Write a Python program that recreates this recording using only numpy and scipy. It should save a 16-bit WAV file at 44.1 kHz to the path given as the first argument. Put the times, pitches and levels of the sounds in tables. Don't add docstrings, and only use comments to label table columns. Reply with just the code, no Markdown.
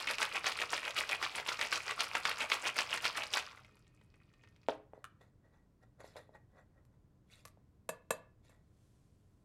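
import sys
import numpy as np
from scipy import signal
from scipy.fft import rfft, irfft
from scipy.io import wavfile
from scipy.ndimage import uniform_filter1d

SR = 44100
rng = np.random.default_rng(int(sys.argv[2]) if len(sys.argv) > 2 else 0)


def dump_mix(stems):
    frames = np.atleast_2d(stems).T
    limited = np.clip(frames, -1, 1)
    pcm = np.round(limited * 32767).astype(np.int16)
    wavfile.write(sys.argv[1], SR, pcm)


N = 416304
T = np.arange(N) / SR
STOP_S, PALM_S = 3.40, 4.688

# time_s, level_db
LANDINGS = [(0, -37), (.108, -33), (.223, -33), (.361, -35), (.48, -33.5), (.612, -34), (.738, -35),
            (.867, -37), (.995, -33), (1.122, -34), (1.237, -36), (1.374, -35.5), (1.504, -36.5),
            (1.632, -33.5), (1.746, -33), (1.896, -35.5), (2.014, -35.5), (2.164, -36), (2.277, -35.5),
            (2.419, -34.5), (2.533, -34), (2.664, -33), (2.793, -33.5), (2.935, -33.5), (3.055, -35),
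            (3.194, -35), (3.36, -34)]
# pitch_hz, level_db, ring_s (time to fade by 60 dB)
SHAKER_TONES = [(308, -7, .2), (417.8, 5, .14), (634, -0.5, 0.077), (1160, -7, .04), (1350, -3, 0.013),
                (1830, -3, .12), (2563, 1.5, .04), (2460, -4.5, .06), (4730, -9, .03)]


def amp(db):
    return 10 ** (np.asarray(db) / 20)


def rms_one(x):
    return x / np.sqrt(np.mean(x ** 2) + 1e-20)


def at_hz(points, hz):
    pitches, values = np.transpose(points)
    return np.interp(np.log(np.maximum(hz, 1)), np.log(pitches), values)


def through(x, response):
    return signal.oaconvolve(x, response)[:N]


def body(colour, size=4096):
    gains = amp(at_hz(colour, np.fft.rfftfreq(size, 1 / SR)))
    cepstrum = irfft(np.log(gains))
    cepstrum[1:size // 2] *= 2
    cepstrum[size // 2 + 1:] = 0
    response = irfft(np.exp(rfft(cepstrum)))
    return response / np.linalg.norm(response)


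def ringing(tones):
    t = T[:int(max(ring_s for hz, db, ring_s in tones) * SR)]
    response = sum((-1) ** k * amp(db - 60 * t / ring_s) * np.sin(2 * np.pi * hz * t)
                   for k, (hz, db, ring_s) in enumerate(tones))
    return response / np.linalg.norm(response)


def add(out, start_s, sound):
    i = max(int(start_s * SR), 0)
    out[i:i + len(sound)] += sound[:N - i]


def swell(peak_s, rise_s, fall_s):
    distance = np.where(T < peak_s, (peak_s - T) / rise_s, (T - peak_s) / fall_s)
    return np.exp(-np.minimum(distance, 20))


def contacts(per_s, spread_db, even_s):
    sizes = amp(spread_db * np.clip(rng.standard_normal(N), -2, 2)) * rng.choice([-1, 1], N)
    clicks = sizes * (rng.random(N) < per_s / SR)
    width = max(int(even_s * SR), 2)
    power = uniform_filter1d(uniform_filter1d(clicks ** 2, width), width)
    return clicks / np.sqrt(np.abs(power) + 1e-9)


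def pitched(clicks, low_hz, high_hz, cycles, count=16):
    out, picked = np.zeros(N), rng.integers(0, count, N)
    for k, hz in enumerate(np.geomspace(low_hz, min(high_hz, SR / 2.6), count)):
        decay, angle = np.exp(-hz / (cycles * SR)), 2 * np.pi * hz / SR
        resonance = [1 - decay, 0, decay - 1, 1, -2 * decay * np.cos(angle), decay * decay]
        out += signal.sosfilt([resonance, resonance], clicks * (picked == k) + 1e-18)
    return out * np.std(clicks) / np.std(out)


def tumbling(settle_db_per_s=87.5, jolt_db_per_s=369):
    lulls = sum(swell(s - .062, .02, .02) for s, db in LANDINGS[2::2])
    shaken = amp(-46 - 11 * lulls - settle_db_per_s * np.maximum(T - STOP_S, 0))
    swirl = amp(-76.5)
    jolt = amp(-45 - jolt_db_per_s * np.clip(T - PALM_S, 0, 1))
    return np.where(T < PALM_S, shaken + swirl, jolt)


def brightness(times, bright=1.5, dull=-4.0, at_rest=-1.5):
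    landing_s = np.array(LANDINGS)[:, 0]
    ends = np.where(np.arange(len(landing_s)) % 2, dull, bright)
    return np.interp(times, [*landing_s, STOP_S + .1], [*ends, at_rest])


def stray_cubes(count=3, scatter_s=.02, scatter_db=2):
    rows = np.repeat(LANDINGS[1:], count, axis=0)
    return rows + np.clip(rng.standard_normal(rows.shape), -2, 2) * [scatter_s, scatter_db]


def drifting_cubes(count=6):
    when, strength = rng.random((count, 2)).T
    start_s = STOP_S + (PALM_S - STOP_S) * (np.arange(count) + when) / count
    return np.column_stack([start_s, -62.5 + 6 * (strength - .5)])


def cube_hits(peak_over_average_db=9.5):
    # start_s, level_db, pitch_hz
    hardest = [(0.072, -20, 2380), (0.184, -21, 2650), (0.218, -18, 2400), (0.228, -17.5, 2510),
               (0.442, -22, 2220), (0.468, -16.5, 2510), (0.617, -19, 2460), (0.731, -17, 1700),
               (0.879, -22, 2510), (0.987, -19, 3530), (1.227, -20.5, 1900), (1.488, -17.5, 2110),
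               (1.613, -17.5, 2410), (1.726, -16, 1910), (2.006, -15, 3470), (2.152, -15, 2010),
               (2.253, -13.5, 2000), (2.313, -21, 2220), (2.405, -22, 2710), (2.518, -13, 2370),
               (2.668, -22, 2240), (2.788, -14.5, 2450), (3.053, -15.5, 2410), (3.173, -21.5, 2680),
               (3.337, -14.5, 3480), (3.371, -16, 2030), (3.512, -41, 2470), (3.574, -40, 1850),
               (3.647, -44.5, 2550), (3.868, -57, 2960), (4.436, -47.5, 1880), (4.562, -54.5, 2590),
               (4.632, -55, 2620)]
    start_s, db = np.vstack([stray_cubes(), drifting_cubes()]).T
    octaves = .0943 * brightness(start_s) + .26 * rng.standard_normal(len(start_s))
    lesser = np.column_stack([start_s, db, 2600 * 2 ** octaves])
    return np.vstack([np.array(hardest) - [0, peak_over_average_db, 0], lesser])


def cracks(rows, cycles=2.4, clatter_db=-3.5, second_db=-4.0):
    out, t = np.zeros(N), T[:SR // 25]
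    for start_s, db, hz in rows:
        late = t - rng.uniform(.0012, .0035)
        first = np.exp(-t * hz / cycles)
        second = amp(second_db) * (late > 0) * np.exp(-np.abs(late) * hz / cycles)
        hit = rng.standard_normal(len(t)) * (first + second)
        clatter = rng.standard_normal(len(t)) * (rng.random(len(t)) < 1800 / SR) * np.exp(-t / .0071)
        grit = hit / np.linalg.norm(hit) + amp(clatter_db) * clatter / np.linalg.norm(clatter)
        band = signal.butter(1, [hz / 1.6, min(hz * 1.35, SR / 2.2)], "band", fs=SR, output="sos")
        soft = signal.butter(1, min(1.3 * hz, SR / 2.2), fs=SR, output="sos")
        burst = signal.sosfilt(np.vstack([band, soft]), grit)
        add(out, start_s, amp(db) * burst / np.sqrt(np.mean(burst[:SR // 250] ** 2)))
    return out


def ice(rise_s=.018, fall_s=.02, tight_db=-28, loose_db=-8):
    # pitch_hz, level_db
    dull_end = [(100, -37.5), (200, -19), (330, -10), (540, -5.5), (900, -4.5), (1200, -2), (1800, -6.5),
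                (2500, 1.5), (3200, -5.5), (4400, -17), (6300, -22.5), (8000, -21.5), (10500, -24.5),
                (15500, -36.5)]
    bright_end = [(100, -40), (200, -22), (320, -13), (540, -5), (900, -5.5), (1200, 1.5), (1800, -5),
                  (2450, -5), (3300, -5), (4900, -3.5), (6500, -14), (8200, -18), (10500, -21.5),
                  (15500, -29)]
    # pitch_hz, level_db
    thud_colour = [(60, -22), (130, -12.5), (220, -8.5), (340, -2), (480, 1), (900, -20.5), (3000, -50)]
    slam = np.zeros(N)
    for s, db in LANDINGS:
        distance = np.abs(T - s) / np.where(T < s, rise_s, fall_s)
        slam += amp(db) ** 2 * np.exp(-.5 * np.minimum(distance, 10) ** 2)
    tumble = tumbling()
    force = np.sqrt(amp(-7.5) * slam + amp(-5.5) * tumble ** 2)
    per_s = 45 + 900 * np.sqrt(force / amp(-36.5))
    clicks = force * contacts(per_s, spread_db=6.5, even_s=.12)
    shower = pitched(clicks, low_hz=604, high_hz=10940, cycles=.7)
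    slosh = force * rng.standard_normal(N)
    drive = amp(-1.5) * shower + amp(-4) * slosh
    bright_share = 1 / (1 + np.exp(-.8 * (brightness(T) + .58)))
    rattle = through(drive * np.sqrt(1 - bright_share), body(dull_end))
    rattle += through(drive * np.sqrt(bright_share), body(bright_end))
    clinks = pitched(contacts(110, spread_db=5.5, even_s=.09), low_hz=2800, high_hz=7600, cycles=1.3)
    chips = amp(-13.5) * np.sqrt(force * tumble) * clinks
    hits = amp(-1) * rattle + chips + cracks(cube_hits())
    thud = amp(-20.5) * through(np.sqrt(slam) * rng.standard_normal(N), body(thud_colour))
    grip_s = [STOP_S + .045, STOP_S + .33, PALM_S - .03, PALM_S]
    ring_gain = amp(np.interp(T, grip_s, [tight_db, loose_db, loose_db, tight_db]))
    return hits + thud + through(ring_gain * hits, ringing(SHAKER_TONES))


def ventilation():
    # pitch_hz, level_db
    air_colour = [(12, -38.5), (20, -7), (119, -1), (324, -16), (372, -16), (465, -19.5), (746, -25.5),
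                  (932, -30), (1010, -25), (1200, -32.5), (1380, -31.5), (2760, -42), (8170, -45.5),
                  (10200, -49), (15500, -51.5)]
    # pitch_hz, level_db
    hum_tones = [(91.5, -71), (118.4, -69.5), (204.6, -79), (301.5, -77)]
    rush = through(rng.standard_normal(N), body(air_colour, size=16384))
    hum = np.zeros(N)
    for hz, db in hum_tones:
        wander = np.cumsum(rng.standard_normal(N)) * np.sqrt(14 / SR)
        hum += amp(db) * np.sqrt(2) * np.sin(2 * np.pi * hz * T + wander)
    return amp(-67.5) * rush + amp(-7.5) * hum


def blows(rows):
    out = np.zeros(N)
    for start_s, db in rows:
        add(out, start_s, amp([db]))
    return out


def thumps_and_pop():
    # start_s, level_db, contact_s
    bumps = [(4.686, -4, 0.00012), (4.6935, -10.5, 0.00015), (4.9345, -26, 0.00042), (4.977, -27.5, 0.0013),
             (5.214, -44, 0.00088), (6.003, -40, 0.00042), (6.043, -26, 0.00085), (6.158, -28, 0.00023),
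             (6.292, -33.5, .0008), (7.573, -41.5, 0.00049)]
    # start_s, level_db
    seal_clicks = [(5.0428, -13.5), (5.0445, -16.5), (5.052, -18.5)]
    # pitch_hz, level_db
    thump_colour = [(80, -53.5), (170, -12), (240, -11.5), (310, -2.5), (450, -1.5), (680, 4), (880, -2),
                    (1200, -12.5), (2000, -19), (3200, -21), (5000, -31), (9000, -33.5), (15000, -46.5)]
    pop_colour = [(300, -19), (900, -12), (1150, 0.5), (1380, 8), (2000, -11.5), (2800, -8.5), (5000, -24),
                  (9000, -17.5), (15000, -34)]
    pushes = np.zeros(N)
    for start_s, db, contact_s in bumps:
        push = np.hanning(3 + int(contact_s * SR))
        add(pushes, start_s, amp(db) * push / push.sum())
    thump = through(pushes, body(thump_colour))
    ring = through(thump, ringing(SHAKER_TONES))
    pop = through(blows(seal_clicks), body(pop_colour))
    return amp(4.5) * thump + amp(-17) * ring + amp(-5) * pop


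def scrapes(tone_count=260):
    # peak_s, rise_s, fall_s, rub_db, rim_db
    slides = [(4.95, .012, .05, -65.5, -82), (5.214, 0.0067, 0.03, -61.5, -71),
              (5.45, 0.011, .03, -68, -85.5), (5.54, 0.014, .05, -69.5, -82.5),
              (5.835, 0.011, 0.0084, -61.5, -74.5), (6.005, 0.0068, 0.013, -49.5, -62.5),
              (6.048, 0.0098, 0.067, -62, -63), (6.168, 0.0049, 0.024, -48.5, -57.5),
              (6.356, 0.01, .011, -52.5, -69), (6.592, 0.031, 0.02, -58.5, -76),
              (6.78, .03, 0.029, -70.5, -91), (6.94, .02, .02, -76.5, -91),
              (7.325, .015, 0.031, -75.5, -60.5), (7.39, .03, 0.035, -73.5, -69.5),
              (8.45, .008, 0.043, -75, -70.5), (8.51, .01, .05, -69, -77)]
    # pitch_hz, level_db
    rub_colour = [(200, -27), (450, 7.5), (620, 7.5), (1000, 1), (1650, -1.5), (1920, 3.5), (2200, -15),
                  (4000, -57)]
    rim_colour = [(1100, -8), (1800, 5), (2600, 0.5), (3600, 0), (5500, -4), (8000, -6.5), (11000, -13.5),
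                  (15500, -24)]
    rub_gain, rim_gain = np.zeros(N), np.zeros(N)
    for peak_s, rise_s, fall_s, rub_db, rim_db in slides:
        pressure = swell(peak_s, rise_s, fall_s)
        rub_gain += amp(rub_db) * pressure
        rim_gain += amp(rim_db) * pressure
    drags = through(contacts(1500, spread_db=3.5, even_s=.016), body(rub_colour))
    low_ring = through(drags, ringing([(640, -14, .1), (1888, 1, .11)]))
    rub = rms_one(drags + amp(-11) * rms_one(low_ring))
    steel = ringing([(hz, 0, .04) for hz in rng.uniform(1200, 15500, tone_count)])
    catches = contacts(180, spread_db=5, even_s=.049)
    squeaks = amp(-4) * pitched(catches, low_hz=2206, high_hz=11970, cycles=3.4)
    slips = through(contacts(4000, spread_db=9, even_s=.015) + squeaks, body(rim_colour))
    hiss = rms_one(slips + rms_one(through(slips, steel)))
    return amp(.5) * rub_gain * rub + amp(1.5) * rim_gain * hiss


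def knocks():
    # start_s, level_db
    strikes = [(5.2145, -51), (7.4528, -27.5), (7.8905, -5.5), (8.106, 0.5), (8.494, -36.5)]
    # start_s, level_db
    skips = [(6.518, -51), (6.852, -40), (7.453, -16), (7.4555, -20), (7.476, -26), (7.482, -26)]
    # pitch_hz, level_db
    clack_colour = [(80, -27), (170, -1), (320, -10), (560, 1), (850, -2), (1200, -5), (2000, -16),
                    (3500, -20.5), (5500, -25), (8300, -13), (12000, -25.5), (15500, -34)]
    tick_colour = [(200, -25), (500, -14), (800, -13), (1100, 7), (1500, -6), (2000, -2), (3000, -8),
                   (5500, -5), (8300, -9), (15500, -20)]
    # pitch_hz, level_db, ring_s
    tin_tones = [(455, -6, .15), (622, 0, .13), (1000, -12, .22), (1150, -9, .13), (1712, 1, .11),
                 (1790, -6, .1), (1900, -16, .15), (2627, 3, .065), (3480, -18, .15), (3795, -18, .16),
                 (4070, -14, .09), (4732, -21, .15), (6121, -21, .14), (6930, -12, .12), (7407, -6, .08),
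                 (8140, -11, .1), (8716, -9, .1), (9249, -14, .09), (10230, -16, .1), (11310, 0, .045),
                 (13050, -12, .06), (14980, -16, .05)]
    chatter = blows([(0, -7.5), (.0015, 4.5), (.0034, 6.5), (.0076, -3)])[:SR // 20]
    struck, skipped = blows(strikes), blows(skips)
    glancing = np.diff(skipped, prepend=0)
    clack = through(through(struck, chatter), body(clack_colour))
    tick = through(skipped, body(tick_colour))
    ring = through(amp(-5) * struck + amp(-11.5) * glancing, ringing(tin_tones))
    return amp(-10.5) * (clack + tick) + ring


def rustle():
    # pitch_hz, level_db
    cloth_colour = [(1000, -10), (2300, -1.5), (4500, -1.5), (8400, -1.5), (12000, -6.5), (15000, -22)]
    grains = through(contacts(5500, spread_db=3, even_s=.05), body(cloth_colour))
    return amp(-80) * swell(peak_s=8.82, rise_s=.13, fall_s=.62) * grains


def reflections(early_db=-11.5, tail_db=-14.5, bands=9):
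    # pitch_hz, ring_s
    ring_times = [(150, .42), (500, .33), (1200, .33), (3000, .32), (6000, 0.13), (9000, .15),
                  (15000, 0.15)]
    t, tail = T[:SR // 2], 0
    edges = np.geomspace(80, 17000, bands + 1)
    for low, high in zip(edges, edges[1:]):
        band = signal.butter(2, [low, high], "band", fs=SR, output="sos")
        noise = signal.sosfilt(band, rng.standard_normal(len(t)))
        tail = tail + noise * amp(-60 * t / at_hz(ring_times, np.sqrt(low * high)))
    tail *= np.clip(t / .01, 0, 1)
    early = rng.standard_normal(len(t)) * (rng.random(len(t)) < 3500 / SR)
    early *= (t > .002) * np.exp(-t / .0087)
    return amp(early_db) * early / np.linalg.norm(early) + amp(tail_db) * tail / np.linalg.norm(tail)


def room(x, places=5, swing_hz=1.3, ceiling_s=.0159, ceiling_db=-18.5):
    offsets = np.arange(places)[:, None] / places
    nearness = np.exp(3 * np.cos(2 * np.pi * (swing_hz * T - offsets)))
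    shares = nearness / np.linalg.norm(nearness, axis=0)
    echoes = sum(through(x * share, reflections()) for share in shares)
    dulled = through(x, np.hanning(7) / 3)
    add(echoes, ceiling_s, amp(ceiling_db) * dulled)
    return x + echoes


def scene():
    shaker = ice() + thumps_and_pop() + knocks() + scrapes() + rustle()
    return (amp(-3) * room(shaker) + ventilation())[None]


def record(dry, cutoff_hz=16000):
    return signal.sosfilt(signal.ellip(10, .2, 70, cutoff_hz, fs=SR, output="sos"), dry)


dry = scene()
out = record(dry)
dump_mix(out)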